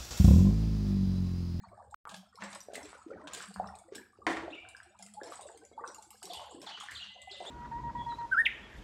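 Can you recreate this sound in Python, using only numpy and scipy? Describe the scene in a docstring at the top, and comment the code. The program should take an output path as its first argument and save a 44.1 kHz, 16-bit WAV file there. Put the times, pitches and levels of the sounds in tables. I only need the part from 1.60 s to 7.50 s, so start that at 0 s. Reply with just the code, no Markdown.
"""Thick porridge simmers in a pan in a hard-walled kitchen: swelling sine notes plop, singly and in swarms.
Droplets spit and crackle as short pings on the hot rim; steam hisses as gritty filtered impulses.
A spatula scrapes in clumped impulses, makes the pan drone, and knocks it, once hard, ringing its modes.
The burner rumbles as low noise. A small bird chirps in gliding notes; a thin sine whistle comes near the end."""
import sys
import numpy as np
from scipy import signal
from scipy.fft import rfft, irfft, next_fast_len
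from scipy.io import wavfile
from scipy.ndimage import uniform_filter1d

SR = 44100
rng = np.random.default_rng(int(sys.argv[2]) if len(sys.argv) > 2 else 0)


def wrap_up_sound(samples):
    """Save the sound to the file named by the first command line argument, as 16-bit audio."""
    columns = np.atleast_2d(samples).T
    # keep every value between -1 and 1, then stretch to whole-number steps
    tamed = np.clip(columns, -1, 1)
    steps = np.round(tamed * 32767).astype(np.int16)
    wavfile.write(sys.argv[1], SR, steps)


N = 260190
TIME_S = np.arange(N) / SR


def amp(db):
    """Decibels to gain."""
    return 10 ** (np.asarray(db) / 20)


def unit(x):
    """x at rms 1."""
    return x / np.sqrt(np.mean(x ** 2) + 1e-20)


def along(points, hz):
    """(Hz, value) points interpolated on a log frequency axis."""
    f, v = np.transpose(points)
    return np.interp(np.log(hz + 1), np.log(f), v)


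def add(track, start_s, sound):
    """Mix a sound into the track at start_s."""
    part = track[max(0, round(start_s * SR)):][:len(sound)]
    part += sound[:len(part)]


def clipped_normal(shape, top=2):
    """Gaussian scatter held between -2 and top."""
    return np.clip(rng.standard_normal(shape), -2, top)


def filtered(x, response):
    """x times a response of frequency."""
    m = next_fast_len(len(x) + SR // 10)
    return irfft(rfft(x, m) * response(np.fft.rfftfreq(m, 1 / SR)), m)[:len(x)]


def coloured(x, spectrum, size=1024):
    """x through a causal, minimum-phase filter of energy 1 with the given spectrum."""
    gain = amp(along(spectrum, np.fft.rfftfreq(size, 1 / SR)))
    cepstrum = irfft(np.log(gain + 1e-6))
    cepstrum[1:size // 2] *= 2
    cepstrum[size // 2 + 1:] = 0
    pulse = irfft(np.exp(rfft(cepstrum)))
    return signal.fftconvolve(x, pulse / np.linalg.norm(pulse))[:len(x)]


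def noise(spectrum):
    """Steady noise of rms 1 with the given spectrum."""
    return unit(filtered(rng.standard_normal(N), lambda hz: amp(along(spectrum, hz))))


def grains(rate_hz, spread_db):
    """Random impulses of uneven size and random sign, rms 1."""
    size = amp(spread_db * clipped_normal(N))
    return unit((rng.random(N) < rate_hz / SR) * size * rng.choice([-1, 1], N))


def clumps(rate_hz, depth_db):
    """A gain of rms 1 that wanders between random levels, rate_hz of them a second."""
    knots = clipped_normal(4096, top=1.5)
    return unit(amp(depth_db * np.interp(TIME_S * rate_hz, np.arange(len(knots)), knots)))


def swell(start_s, rise_s, hold_s, t60_s):
    """An envelope of peak 1: it rises, holds and dies away."""
    t = TIME_S - start_s
    rise = np.clip(t / max(rise_s, .001), 0, 1) ** 2
    return rise * amp(-60 * np.clip((t - rise_s - hold_s) / t60_s, 0, 2))


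# kitchen reverberation before stretch: (f/Hz, t60/s)
KITCHEN_T60 = [(150,1),(400,0.21),(1000,0.45),(3000,0.4),(8000,0.24),(15000,0.37)]


def kitchen(x, wet_db, stretch=1, count=8):
    """x plus room reflections: decaying noise tails, a new one for each of count equal pieces."""
    out = x.copy()
    for k, piece in enumerate(np.array_split(x, count)):
        hz, t, z = signal.stft(rng.standard_normal(SR * 2 // 3), SR, nperseg=256)
        early = 1 + 0.9 * amp(-60 * t / 0.063)  # pan wall and counter answer first
        decay = amp(-60 * t / (stretch * along(KITCHEN_T60, hz)[:, None]))
        tail = signal.istft(z * early * decay, SR, nperseg=256)[1]
        wet = signal.fftconvolve(piece, tail / np.linalg.norm(tail))
        add(out, k * N / count / SR, amp(wet_db) * wet)
    return out


def bubble(hz, cycles, glide):
    """A steam pocket opens: its note swells, rises as the hole widens, and dies."""
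    t = np.arange(SR // 20) / SR
    u = t * hz / max(cycles, .2)  # level peaks at u = 1.449
    phase = 2 * np.pi * hz * np.cumsum(1 + glide * np.tanh((u - 1.5) / 2)) / SR
    return (u / 1.491 * np.exp(1 - u / 1.449)) ** 1.78 * np.sin(phase)


# flurry of small bubbles after a big one: level relative to it, ceiling before size scatter
FLURRY_REL_DB, FLURRY_CEILING_DB = -18.5, -53.5
FLURRY_LAG_S, FLURRY_SPREAD_S, FLURRY_SPREAD_OCT = 0.0066, .05, 0.5394
STRAY_DB, STRAY_HZ, STRAY_SPREAD_OCT = -63, 800, 0.631
SMALL_SWELL_CYCLES, SMALL_SPREAD_DB = 2.39, 3
FROTH_DB, FROTH_HZ, FROTH_SPREAD_OCT, FROTH_SWELL_S = -73.5, 2800, 0.94, 0.0051
SURGE_SPREAD_OCT = 0.397
# boil welling up in a patch: (t/s, length/s, bubble level/dB, typical f/Hz)
SURGES = [(0,0.3,-54,960),(0,0.19,-65,1400),(0.772,0.19,-51,912),(1.152,.25,-63.5,1304),(1.478,0.3,-51.5,498),(1.497,0.19,-53.5,1290),(2.699,.16,-47.5,518),(3.599,0.32,-54,875),(4.614,.3,-54,800),(4.884,0.17,-57,594),(5.028,0.23,-52,1031),(5.761,.14,-53.5,615)]


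def simmer(flurry_count=9, surge_count=24, stray_count=220, froth_count=130):
    """Small bubbles: a flurry after each big one, surges, strays all over the surface, and pinhead froth."""
    out, swarm = np.zeros(N), []
    for s, db, hz, _ in PLOPS:
        flurry_db = min(db + FLURRY_REL_DB, FLURRY_CEILING_DB)
        for lag in rng.standard_normal(flurry_count):
            start_s = s + FLURRY_LAG_S + FLURRY_SPREAD_S * abs(lag)
            swarm.append((start_s, flurry_db, hz, FLURRY_SPREAD_OCT))
    for s, length_s, db, hz in SURGES:
        swarm += [(s + length_s * u, db, hz, SURGE_SPREAD_OCT) for u in rng.random(surge_count)]
    for s in rng.uniform(0, N / SR, stray_count):
        swarm.append((s, STRAY_DB, STRAY_HZ, STRAY_SPREAD_OCT))

    for (s, db, hz, octaves), (pitch, size, life) in zip(swarm, clipped_normal((len(swarm), 3))):
        cycles = SMALL_SWELL_CYCLES * np.exp(0.33 * life)
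        note = bubble(hz * 2 ** (octaves * pitch), cycles, glide=0.046)
        add(out, s, amp(db + SMALL_SPREAD_DB * size) * note)

    froth_s = rng.uniform(0, N / SR, froth_count)
    for s, (pitch, size) in zip(froth_s, clipped_normal((froth_count, 2))):
        hz = FROTH_HZ * 2 ** (FROTH_SPREAD_OCT * pitch)
        add(out, s, amp(FROTH_DB + 5.2 * size) * bubble(hz, hz * FROTH_SWELL_S, glide=.015))
    return kitchen(out, wet_db=-5.5)


SCRAPE_T60_S, DRONE_T60_S = 0.2, 0.29
# blade rub spectrum: (f/Hz, relative level/dB)
RUB_SPECTRUM = [(200,-65),(600,-6),(1100,0.5),(1700,2),(2400,-1),(4000,-7.5),(6000,-6.5),(11000,-32),(16000,-46)]
# spatula strokes: (t/s, rise/s, hold/s, relative scrape level/dB, relative drone level/dB)
STROKES = [(0,0.027,0.04,-73.5,-48),(0.499,0.044,0.032,-67,-43.5),(0.778,0.048,0.016,-42,-39.5),(0.903,0.025,0.018,-48,-48.5),(1.087,0.046,0.21,-56,-68),(1.39,0.038,0.34,-67.5,-92),
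           (1.676,0.057,0.11,-46,-55.5),(1.846,0.045,0.2,-75,-43),(2.31,0.021,0.026,-60,-72),(3.274,0.19,0.078,-79,-52.5),(3.616,0.019,0.15,-55,-98),(4.61,.05,.2,-61.5,-91),
           (4.978,0.12,0.05,-50,-60),(5.123,0.086,.12,-50.5,-75),(5.376,0.049,0.037,-54,-55),(5.616,0.2,0.065,-55.5,-63.5)]


def stirring():
    """In each stroke the blade sticks and slips over the metal and sets the pan's lowest mode droning."""
    scraping = sum(amp(db) * swell(s, rise, hold, SCRAPE_T60_S) for s, rise, hold, db, _ in STROKES)
    droning = sum(amp(db) * swell(s, rise, hold, DRONE_T60_S) for s, rise, hold, _, db in STROKES)
    slips = clumps(rate_hz=70, depth_db=6) * grains(rate_hz=780, spread_db=2.0)
    rub = amp(-7) * scraping * coloured(slips, RUB_SPECTRUM)
    # narrow noise band round 194 Hz
    drone = unit(filtered(rng.standard_normal(N), lambda hz: 1 / (1 + ((hz - 194) / 18) ** 4)))
    return kitchen(rub, wet_db=-3.5) + amp(-10.5) * droning * drone


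BURNER_DB = -76
BUMP_RISE_S, BUMP_HOLD_S, BUMP_T60_S = 0.0085, 0.015, 0.6
# stove rumble spectrum: (f/Hz, relative level/dB)
RUMBLE_SPECTRUM = [(25,-24),(45,-7.5),(62,-1.5),(76,6),(92,-4),(110,4.5),(130,-13.5),(150,-15),(220,-50)]
# pan rocking on the stove: (t/s, level/dB)
BUMPS = [(0.069,-57.5),(0.259,-66.5),(.84,-74),(1.21,-62),(1.55,-64),(1.971,-53.5),(2.07,-68),(2.58,-65),(2.76,-57.5),(3,-66),(4.76,-63),(5.31,-60),(5.621,-65)]


def stove():
    """The stove rumbles with the flame, and more when the pan rocks on it."""
    rocking = sum(amp(db) * swell(s, BUMP_RISE_S, BUMP_HOLD_S, BUMP_T60_S) for s, db in BUMPS)
    return np.hypot(amp(BURNER_DB), rocking) * noise(RUMBLE_SPECTRUM)


# room background spectrum: (f/Hz, relative level/dB)
QUIET_SPECTRUM = [(18, -25), (30, 15), (81, -16), (145, -55), (203, 42), (424, -22), (775, 31), (1570, -63),
                  (2390, -45), (2950, -55), (5680, -56), (8420, -37), (15800, -14)]


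def room_quiet():
    """The quiet of the room: faint steady coloured noise."""
    return amp(-78.5) * noise(QUIET_SPECTRUM)


# bursting-droplet spectrum: (f/Hz, relative level/dB)
SIZZLE_SPECTRUM = [(1060, -36), (1800, -42), (2060, -1.5), (2260, -4.5), (3130, -15.5), (4630, -6.5),
                   (6140, -18.5), (6910, -6), (8060, -0.5), (9580, -9), (15800, -23)]


def ping(hz, t60_s, count=4):
    """A tiny bubble bursts: one main note and a few unrelated ones, peak 1."""
    t = np.arange(SR // 50) / SR
    others_hz = np.clip(7000 * np.exp(.36 * rng.standard_normal(count)), 3000, 13000)
    others_db = rng.normal(0, 3, count) + .5 * along(SIZZLE_SPECTRUM, others_hz)
    pitch_hz = np.r_[hz, others_hz]
    size = np.r_[1, .6 * amp(others_db)]
    onset = (1 - np.exp(-t / 0.0006)) ** 2
    ring = size @ np.sin(2 * np.pi * pitch_hz[:, None] * t) * amp(-60 * t / t60_s) * onset
    return ring / np.abs(ring).max()


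DRY_RIM_DB, DRYING_T60_S = -80, 0.47  # relative level of the constant crackle; drying of a wash
POCKET_REL_DB = -15  # hollow under a droplet, relative to its ping
SPRAY_REL_DB, SPRAY_T60_S = -26.5, 0.074  # crackle gain after a spit, relative to its table level
# porridge washing up the hot rim: (t/s, rise/s, hold/s, relative level/dB)
WASHES = [(0.833,0.066,0.023,-61),(1.133,0.039,0.16,-64),(1.7,0.076,0.054,-53.5),(2.7,0.015,0.031,-91),(3.604,0.048,0.19,-56),(4.244,0.012,0.72,-64.5),(4.61,0.047,0.042,-65),(5.28,0.013,0.024,-91),(5.67,0.16,0.061,-64.5)]
# droplets bursting on hot metal: (t/s, relative level/dB, f/Hz)
SPITS = [(.3092,-47.5,8330),(0.475,-42,8140),(0.5448,-31,4660),(0.5638,-31.5,3270),(0.7554,-38.5,5280),(0.8366,-29,7500),(0.9494,-27.5,8070),
         (1.0043,-29.5,5830),(1.136,-32,7820),(1.156,-27.5,8230),(1.2298,-33,7830),(1.255,-32,7640),(1.734,-21.5,7080),(1.9413,-33.5,8330),
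         (2.0727,-38,5420),(2.153,-36,8100),(2.187,-35,8500),(2.354,-25.5,8030),(3.0877,-34,7370),(3.1664,-37,4990),(3.231,-40.5,8000),
         (3.3895,-37.5,7200),(3.425,-29.5,7170),(3.463,-31.5,7850),(3.5378,-34.5,7640),(3.6333,-31,7400),(3.8102,-33,8830),(3.9745,-35.5,8350),(4.05,-38,7100),
         (4.2759,-28.5,5780),(4.346,-32,7020),(4.4242,-33.5,7500),(4.5049,-29,8080),(4.6287,-23.5,7830),(4.6538,-26,5600),(4.734,-21.5,3460),
         (4.951,-49,8300),(5.016,-34,5400),(5.2014,-26,3350),(5.2347,-29,3580),(5.31,-31.5,7450),(5.617,-33,3470)]


def sizzle(count=900):
    """Droplets burst on the hot rim: sharp spits, and a crackle of tiny pings that grows with washes and spits."""
    crackle, spits, t = np.zeros(N), np.zeros(N), np.arange(SR // 50) / SR
    for s, (pitch, size) in zip(rng.uniform(0, N / SR, count), clipped_normal((count, 2), top=(2, 1.7))):
        add(crackle, s, amp(4 * size) * ping(6000 * np.exp(.38 * pitch), t60_s=.009))

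    wetness = amp(DRY_RIM_DB) + sum(amp(db) * swell(s, rise, hold, DRYING_T60_S)
                                    for s, rise, hold, db in WASHES)
    spray = amp(SPRAY_REL_DB - 60 * np.arange(SR // 2) / SR / SPRAY_T60_S)
    for s, db, hz in SPITS:
        # the film snaps
        tear = coloured(rng.standard_normal(len(t)) * amp(-60 * t / 0.016), SIZZLE_SPECTRUM)
        tear = 0.41 * tear / np.abs(tear).max()
        # the hollow under it rings lower
        pocket = ping(3400 * np.exp(0.14 * rng.standard_normal()), t60_s=0.016, count=2)
        burst = ping(hz, t60_s=0.0086) + tear + amp(POCKET_REL_DB) * pocket
        add(spits, s, amp(db - 10.5) * burst)
        add(wetness, s, amp(db) * spray)
    rim = amp(-4.5) * wetness * unit(coloured(crackle, SIZZLE_SPECTRUM))
    return kitchen(rim + spits, wet_db=2.5)


# big bubbles: (t/s, level/dB, f/Hz, swell scale/cycles)
PLOPS = [(.172,-47,796,3.1),(0.322,-43,807,2.8),(.342,-34.5,1216,1.1),(.452,-39,1260,1.02),(.472,-34.5,1080,0.6),
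         (1.085,-37.5,549,0.64),(1.098,-46.5,676,1.5),(1.132,-37,565,0.53),(1.154,-34.5,2000,1.4),(1.179,-36.5,630,0.48),(1.33,-35,1097,0.34),
         (1.462,-42,325,1.2),(1.501,-38,445,0.93),(1.513,-36.5,514,1.5),(1.673,-35,1180,0.33),(1.693,-58,330,0.88),(1.805,-32.5,1405,0.83),
         (1.961,-31,1160,0.45),(1.998,-23,738,0.95),(2.042,-34.5,1160,1.2),(2.137,-42,810,1.4),(2.28,-51,510,3.1),(2.321,-37.5,422,0.99),(2.381,-40,1655,2.4),
         (2.587,-49,435,0.66),(2.617,-46,1167,4.3),(2.88,-30.5,632,0.54),(3.031,-45.5,744,3),(3.05,-46.5,1440,1.2),(3.148,-42.5,1580,2),(3.202,-41.5,1612,1.2),
         (3.395,-45.5,759,1.7),(3.565,-42.5,835,6.6),(3.613,-43.5,792,2.1),(3.613,-42,1670,2.3),(3.616,-35,461,0.68),(3.721,-36.5,1228,1.3),(3.793,-39.5,736,0.85),
         (3.854,-39.5,565,1.54),(3.888,-47.5,1600,1),(3.946,-49.5,462,1.3),(4.012,-62.5,1540,8),(4.115,-44.5,500,0.35),(4.177,-35,870,1.8),(4.193,-42.5,1180,2.8),(4.21,-40,486,0.9),
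         (4.239,-29,1080,0.78),(4.243,-36,1430,1.64),(4.276,-51.5,412,1.5),(4.38,-47,866,3.5),(4.624,-45.5,826,1),(4.639,-45,376,2),(4.698,-41.5,707,2.8),(4.748,-39.5,847,1.85),
         (4.795,-34.5,894,0.78),(4.849,-45,848,4.2),(4.944,-41,331.5,1.17),(4.985,-47.5,333,0.93),(5.068,-38.5,852,1.8),(5.209,-38,1190,1),
         (5.286,-31,1743,1.3),(5.319,-35,1920,1.4),(5.559,-45,693,1.28),(5.673,-41.5,760,1.95),(5.804,-31.5,672,1.17)]


def plops():
    """Big steam pockets open one by one, each a single swelling note."""
    out = np.zeros(N)
    for s, db, hz, cycles in PLOPS:
        add(out, s, amp(db) * bubble(hz, cycles, glide=0.03))
    return kitchen(out, wet_db=-1.0)


# hiss spectrum: (f/Hz, relative level/dB)
STEAM_SPECTRUM = [(820, -17), (1400, -21.5), (1600, -4), (1980, -32), (2230, -17), (2820, -12.5),
                  (3420, -11), (5670, -18.5), (6150, -18.5), (7770, -13), (13000, -29.5), (15800, -27)]
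# bursts of steam: (t/s, level/dB, t60/s, upper edge f/Hz)
PUFFS = [(0.492,-51,0.31,9400),(0.541,-45,0.065,5000),(.835,-66,0.12,7000),(0.928,-48,0.13,9300),(1.134,-51,0.24,10000),(1.145,-43,0.076,11000),(1.672,-41.5,0.09,5000),(1.729,-42.5,0.43,11780),(2.349,-48,0.16,15200),(2.696,-44.5,0.3,9900),(3.391,-66.5,.5,12000),(3.72,-58.5,0.4,12000),(4.628,-49,0.053,8000),(5.016,-52.5,0.21,10000),(5.199,-50,0.13,8950),(5.311,-51,0.42,8000)]


def steam():
    """Wet porridge meets bare metal and hisses in short, gritty bursts."""
    out, t = np.zeros(N), np.arange(SR // 3) / SR
    sputter = clumps(rate_hz=160, depth_db=3.5)
    grit = coloured(sputter * grains(rate_hz=4200, spread_db=-5.5), STEAM_SPECTRUM)
    onset = 1 - np.exp(-t / 0.00074)
    for s, db, t60_s, edge_hz in PUFFS:
        burst = grit[round(s * SR):][:len(t)] * amp(db - 60 * t / t60_s) * onset
        add(out, s, filtered(burst, lambda hz: 1 / (1 + (hz / edge_hz) ** 4) ** .5))
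    return kitchen(out, wet_db=-9.0)


# modes of the filled pan: (f/Hz, relative level/dB, t60/s)
PAN_MODES = [(192,-15,.5),(262,-7,.25),(327,0,.55),(435,-8,.35),(481,-12,.4),(532,-9,.35),(770,-17,.55),(851,-17,.55),(1082,-20,.45),(1261,-19,.45),(1384,-17,.35),(1521,-19,.4),(1830,-16,.3),(2013,-13,.3),(2159,-17,.25),(2724,-26,.4)]
# crack spectrum: (f/Hz, relative level/dB)
CRACK_SPECTRUM = [(60,-65),(150,-12),(300,-39),(700,6),(1300,2.5),(2000,2.5),(2600,-6),(5000,-16),(8500,-22.5),(14000,-57)]
# thud spectrum: (f/Hz, relative level/dB)
THUD_SPECTRUM = [(60,-50),(130,-51),(220,-5),(320,8.5),(470,-12),(700,-12),(1200,-39.5),(3000,-67)]
# spatula blows: (t/s, relative crack level/dB, relative ring level/dB)
BLOWS = [(0.822,-39,-55.5),(0.84,-46.5,-62),(2.667,-26,-25.5),(2.676,-36.5,-39.5),(2.696,-53,-51),(2.77,-38,-42),(5.852,-48.5,-80)]


def knocks():
    """The spatula strikes the pan: a hard crack, a rattle, a thud and the damped ring of the metal."""
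    out, ringing, t = np.zeros(N), np.zeros(N), np.arange(SR * 2 // 3) / SR
    for s, crack_db, ring_db in BLOWS:
        ring = np.zeros(len(t))
        for hz, db, t60_s in PAN_MODES:
            level = amp(db + rng.normal(0, 0.61) - 60 * t / t60_s)
            ring += level * np.sin(2 * np.pi * (hz * t + rng.random()))
        thud = coloured(rng.standard_normal(len(t)), THUD_SPECTRUM) * amp(-60 * t / 0.37)
        rattle_level = 1.28 * amp(-60 * t / 0.015) + 0.32 * amp(-60 * t / 0.45)
        rattle = rng.standard_normal(len(t)) * rattle_level
        click = 2 * (t == 0)
        blade = np.sin(2 * np.pi * 1750 * t) * amp(-60 * t / 0.0031)  # stiff blade, a few cycles
        add(out, s, amp(crack_db) * (coloured(rattle + click, CRACK_SPECTRUM) + 3.3 * blade))
        add(ringing, s, amp(ring_db) * (0.48 * ring + 0.36 * thud) * (1 - np.exp(-t / 0.003)))
    return kitchen(out, wet_db=-2) + ringing


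GLIDE_EASE, FLUTTER_SHARE = 1.85, 0.025  # glide slows towards its end; rms pitch unsteadiness
# bird phrases before pitch ratio: (delay t/s, length/s, first f/Hz, last f/Hz, relative level/dB)
TWEET = [(0,0.025,4986,3200,3),(.023,0.016,5340,4070,1),(0.047,0.0238,2596,3210,0),(.058,.014,3800,4500,-12),(0.07,0.0262,3600,2928,2.5)]
# columns as TWEET: (delay t/s, length/s, first f/Hz, last f/Hz, relative level/dB)
CHIRP = [(0,0.017,2300,3500,-4),(.021,0.01,5560,3650,4.5),(.032,.03,3800,3750,-4),(.062,0.019,3910,2800,-3)]
# columns as TWEET: (delay t/s, length/s, first f/Hz, last f/Hz, relative level/dB)
CHIRRUP = [(0,0.0091,2800,4280,-1.5),(0.017,0.026,2510,3090,7),(.044,0.012,4035,2400,4.5),(.062,0.04,2532,2437,2.5)]
# columns as TWEET: (delay t/s, length/s, first f/Hz, last f/Hz, relative level/dB)
PIP = [(0,0.0424,3500,4200,0)]
# bird calls: (t/s, phrase, pitch ratio, level/dB)
BIRD_CALLS = [(2.903,CHIRRUP,0.95,-54),(4.692,TWEET,0.97,-52),(5.06,TWEET,0.96,-49.5),(5.346,TWEET,0.95,-47),(5.691,CHIRP,0.96,-47),(5.857,PIP,0.91,-44.5)]


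def bird():
    """Quick gliding notes with a slight flutter and a weak octave, heard mostly by way of the walls."""
    out = np.zeros(N)
    for s, phrase, ratio, call_db in BIRD_CALLS:
        for delay_s, length_s, first_hz, last_hz, db in phrase:
            u = np.linspace(0, 1, round(length_s * SR))
            flutter = unit(uniform_filter1d(rng.standard_normal(len(u)), size=70))
            glide_hz = last_hz + (first_hz - last_hz) * (1 - u) ** GLIDE_EASE
            hz = ratio * glide_hz * (1 + FLUTTER_SHARE * flutter)
            phase = 2 * np.pi * np.cumsum(hz) / SR
            octave = amp(np.interp(hz, [3000, 3500, 4400], [-28, -12, -24]))  # strongest mid-range
            note = np.sin(phase) + octave * np.sin(2 * phase)
            envelope = np.abs(np.sin(np.pi * u)) ** .5
            add(out, s + delay_s, amp(call_db + db) * envelope * note)
    return kitchen(out, wet_db=4, stretch=2.1)


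WHISTLE_HZ, WHISTLE_T60_S = 2024, .18
# whistle notes: (t/s, rise/s, hold/s, level/dB)
WHISTLES = [(5.47,.04,0.018,-60),(5.545,.08,0.21,-55.5)]


def whistle():
    """A thin sine whistle that wavers in level: a short start, then a longer note."""
    level = sum(amp(db) * swell(s, rise, hold, WHISTLE_T60_S) for s, rise, hold, db in WHISTLES)
    return level * clumps(rate_hz=45, depth_db=4.5) * np.sin(2 * np.pi * WHISTLE_HZ * TIME_S)


def scene():
    """Everything at the stove, over the quiet of the room."""
    pan = simmer() + stirring() + sizzle() + plops() + steam() + knocks()
    surroundings = stove() + room_quiet() + bird() + whistle()
    return (pan + surroundings)[None]


def record(dry):
    """The microphone loses deep bass and the highest treble; the sound cuts out for 0.11 s early on."""
    live = (TIME_S < .345) | (TIME_S > .4535)
    microphone = [(25, -14), (55, -2), (75, 0), (9000, 0), (13000, -4), (16000, -3)]  # (f/Hz, level/dB)
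    top_hz = 15850
    return filtered(dry[0] * live, lambda hz: amp(along(microphone, hz)) * (hz < top_hz))[None]


dry = scene()
out = record(dry)
wrap_up_sound(out)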